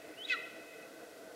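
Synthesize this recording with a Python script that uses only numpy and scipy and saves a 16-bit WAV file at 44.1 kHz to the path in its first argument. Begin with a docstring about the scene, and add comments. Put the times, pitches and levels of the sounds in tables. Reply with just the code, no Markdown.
"""Faint wind blows, and the echo of an eagle's earlier call is dying away in the gorge.
From a cliff ledge the bird gives a thin rising whistle, then a harsh yelp: a buzz, a rush of air and
a loud tone that the syrinx drops in steps through more than an octave. The rock faces throw it back.
Throughout, a hollow-sounding microphone colours everything and adds its own hiss."""
import sys
import numpy as np
from scipy import signal
from scipy.fft import rfft, irfft, next_fast_len
from scipy.io import wavfile
from scipy.ndimage import map_coordinates

SR = 44100
rng = np.random.default_rng(int(sys.argv[2]) if len(sys.argv) > 2 else 0)


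def int16_out(signal):
    """Quantize to a 16-bit WAV file."""
    q = np.round(np.clip(np.atleast_2d(signal).T, -1, 1) * 32767)
    wavfile.write(sys.argv[1], SR, q.astype(np.int16))


N = 59535


def amp(db):
    """Decibels to gain."""
    return 10 ** (np.asarray(db) / 20)


def unit(x):
    """Scale to rms 1."""
    return x / np.sqrt(np.mean(x ** 2) + 1e-20)


def clock():
    """Time of each sample in seconds."""
    return np.arange(N) / SR


def curves(rows):
    """Breakpoints to envelopes, one for each column after the time."""
    times, *columns = np.transpose(rows)
    return [np.interp(clock(), times, column) for column in columns]


def gate(rows, fade_s=0.005):
    """Open from a table's first time to its last, with short fades."""
    fade_in = np.clip((clock() - rows[0][0]) / fade_s + 1, 0, 1)
    fade_out = np.clip((rows[-1][0] - clock()) / fade_s + 1, 0, 1)
    return fade_in * fade_out


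def wobble(rate):
    """Smooth random modulation, rate knots a second."""
    return map_coordinates(rng.standard_normal(4096), [clock() * rate], mode="mirror")


def filtered(x, response):
    """Multiply the spectrum of x by response(hz)."""
    size = 2 * next_fast_len(N)
    return irfft(rfft(x, size) * response(np.fft.rfftfreq(size, 1 / SR)), size)[:N]


def coloured(x, eq):
    """EQ through (f/Hz, level/dB) points on a log frequency axis."""
    f, db = np.transpose(eq)
    return filtered(x, lambda hz: amp(np.interp(np.log(hz + 1), np.log(f + 1), db)))


def noise(eq):
    """Coloured noise of rms 1."""
    return unit(coloured(rng.standard_normal(N), eq))


def wind(level_db=-61, swing_db=0.73):
    """A soft bed of rushing air with small, brief swells."""
    # wind colour: f/Hz, level/dB
    spectrum = [(25, -32), (70, -14), (170, -3.5), (300, 0), (700, 1.5), (950, -8), (1500, -5),
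                (2200, -20.5), (4000, -40), (9000, -63)]
    # gusts: t/s, half length/s, rise/dB
    gusts = [(0.092, 0.052, 2), (0.63, .02, 1), (0.824, 0.042, 3), (1.022, 0.035, 6), (1.303, 0.044, 2.5)]
    gust_db = sum(db * np.exp(-((clock() - peak) / half) ** 2) for peak, half, db in gusts)
    return noise(spectrum) * amp(level_db + gust_db + swing_db * wobble(13.6))


def earlier_echo(start_db=-64, fade_db_per_s=13.5):
    """The tail of a previous call, a wash of noise fading in the gorge."""
    # tail colour: f/Hz, level/dB
    spectrum = [(1200, -47), (1700, 1), (2100, -1.5), (2600, 2), (3200, -14), (4500, -14.5), (8000, -49)]
    return noise(spectrum) * amp(start_db - fade_db_per_s * clock())


def scatter(delay_s, t60_s):
    """A dense cluster of reflections of energy 1 that starts after a delay and dies away."""
    age = clock() - delay_s
    impulse = rng.standard_normal(N) * (age > 0) * amp(-60 * np.abs(age) / t60_s)
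    return impulse / np.linalg.norm(impulse)


def cliff_echo(call, near_db=-8.5, gorge_db=-16.5, smear_s=0.017):
    """Near scatter off the cliff, a long tail from the gorge and smeared slaps from single rock faces."""
    # slapback from each rock face: delay/s, level/dB
    faces = [(0.064, -22), (0.127, -17.5), (0.237, -26), (0.286, -30.5), (0.332, -34), (0.406, -25.5),
             (.48, -25), (0.523, -28)]
    # EQ of all the reflections: f/Hz, level/dB
    echo_eq = [(1000, 1), (1500, -3.5), (2000, 0.5), (2550, 0.5), (2800, -1), (3400, -5.5), (4200, -4.5),
               (9000, -6)]
    near = amp(near_db) * scatter(delay_s=0.022, t60_s=0.64)
    gorge = amp(gorge_db) * scatter(delay_s=0.12, t60_s=3)
    slaps = sum(amp(db) * scatter(delay, smear_s * np.log(1000)) for delay, db in faces)
    return coloured(signal.fftconvolve(call, near + gorge + slaps)[:N], echo_eq)


def whistle(octave_db=-15, jitter=0.0052):
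    """A nearly pure tone that climbs; its faint octave thins out as it rises."""
    # whistle contour: t/s, f/Hz, level/dB
    contour = [(.16, 2703, -77), (.174, 2786, -56), (.19, 2996, -51), (.22, 3060, -47), (.235, 3300, -47),
               (.245, 3638, -54), (.252, 3815, -42), (.259, 3800, -51), (.264, 3300, -56)]
    hz, db = curves(contour)
    phase = cycles(hz * (1 + jitter * wobble(540)))
    octave = amp(octave_db) * (hz[0] / hz) ** 2
    return np.sqrt(2) * gate(contour) * amp(db) * (np.sin(phase) + octave * np.sin(2 * phase))


def cycles(hz):
    """Running phase of a pitch curve, in radians."""
    return 2 * np.pi * np.cumsum(hz) / SR


def beak_air(phase, pulsing=0.44):
    """Air rushing through the beak, puffed out with each pulse of the yelp."""
    # breath colour: f/Hz, level/dB
    spectrum = [(700, -38), (1300, -14), (1800, -13), (2500, 2.5), (3400, -1), (4300, -4), (5000, -4.5),
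                (7000, 0), (9000, -9), (15000, -35)]
    # breath envelope: t/s, level/dB
    envelope = [(.265, -60), (.278, -51), (.297, -49), (.304, -46), (.333, -46), (.345, -55), (.36, -70),
                (.376, -76)]
    air_db, = curves(envelope)
    return amp(air_db) * noise(spectrum) * (1 + pulsing * np.cos(phase))


def buzz(phase, pulse_hz, shimmer_db=3.4):
    """The yelp's rasp: uneven pulses, built from 15 harmonics of the pulse rate."""
    # buzz colour: f/Hz, level/dB
    spectrum = [(500, -19), (1000, -25), (1450, 1), (1600, -8.5), (2000, 1), (2550, 5), (2900, -0.5),
                (3500, -1), (4100, -3), (5000, -1), (7500, -18)]
    f, db = np.transpose(spectrum)
    # flipping polarity every three harmonics spreads each pulse out
    pulses = sum(amp(np.interp(k * pulse_hz, f, db)) * np.cos(k * phase + np.pi * (k // 3))
                 for k in range(1, 16))
    return unit(pulses) * amp(shimmer_db * wobble(500))


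def syrinx_tone(phase, crossfade_s=0.0044):
    """The syrinx sings on one multiple of the pulse rate, then steps down to the next."""
    # registers: start t/s, multiple of the pulse rate
    registers = [(.265, 6), (.296, 5), (.319, 4), (.337, 3)]
    # partials of the tone: harmonic number, level/dB
    partials = [(1, -1), (2, -6), (3, -13.5), (4, -16)]
    entered = [np.clip((clock() - start) / crossfade_s + .5, 0, 1) for start, _ in registers] + [0]
    tone = np.zeros(N)
    for i, (_, multiple) in enumerate(registers):
        note = sum(amp(db) * np.sin(k * multiple * phase) for k, db in partials)
        tone += (entered[i] - entered[i + 1]) * note
    return tone


def yelp(jitter=0.011):
    """A harsh cry: tone, buzz and breath, all locked to one falling pulse rate."""
    # pulse rate: t/s, f/Hz
    pulse_rate = [(.265, 559.1), (.287, 570), (.296, 537.2), (.304, 509.5), (.32, 508.5), (.33, 485.9),
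                  (.338, 480.5), (.345, 450.2), (.355, 438.4), (.372, 378)]
    # force of the yelp: t/s, tone level/dB, buzz level/dB
    force = [(.265, -73, -74), (.283, -61, -62), (.289, -43.5, -54), (.298, -42, -42), (.304, -37, -42.5),
             (.317, -50, -44), (.333, -39.5, -38), (.339, -39.5, -43.5), (.349, -41, -58), (.357, -53, -68),
             (.376, -54.5, -69)]
    pulse_hz, = curves(pulse_rate)
    tone_db, buzz_db = curves(force)
    phase = cycles(pulse_hz * (1 + jitter * wobble(900)))
    tone = np.sqrt(2) * amp(tone_db) * syrinx_tone(phase)
    rasp = amp(buzz_db) * buzz(phase, pulse_hz)
    return gate(force) * (tone + rasp + beak_air(phase))


def scene():
    """Bird, echoes and wind, alike in both channels."""
    # treble loss in throat and beak: f/Hz, level/dB
    throat_eq = [(4100, -0.5), (5000, -11.5), (6500, -11), (9000, -17.5)]
    call = coloured(whistle() + yelp(), throat_eq)
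    return np.tile(call + cliff_echo(call) + earlier_echo() + wind(), (2, 1))


def housing(hz):
    """Frequency response of the microphone's hollow, ringing housing."""
    # housing resonances: f/Hz, width/Hz, level/dB relative to the flat response
    resonances = [(306.2, 35.4, 12), (463.6, 85, 12), (651.4, 66.3, 12), (1361, 76, 3.5), (1508, 58, 10.5),
                  (1915, 58, 11), (2036, 114, 12), (2570, 53, 11), (3080, 48, 0.5), (3450, 99, 7),
                  (3830, 117, 4), (4025, 40, 9.5), (4590, 110, 5), (5000, 90, -12)]
    power = 1 + sum(amp(db) ** 2 / (1 + 2 * ((hz - centre) / width) ** 2) ** 2
                    for centre, width, db in resonances)
    # fold the cepstrum for minimum phase, so the ring follows the sound
    cepstrum = irfft(np.log(power) / 2)
    cepstrum[1:len(hz) - 1] *= 2
    cepstrum[len(hz):] = 0
    return np.exp(rfft(cepstrum))


def record(dry, hiss_db=-61, top_hz=15800):
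    """One microphone: housing resonances, hiss and a brick-wall high cut."""
    # hiss colour: f/Hz, level/dB
    hiss_spectrum = [(30, -9.5), (1000, 0), (4300, 0), (7000, -3), (12000, -5.5), (15700, -11.5)]
    mono = filtered(dry.mean(axis=0), housing) + amp(hiss_db) * noise(hiss_spectrum)
    return np.tile(filtered(mono, lambda hz: hz < top_hz), (2, 1))


dry = scene()
out = record(dry)
int16_out(out)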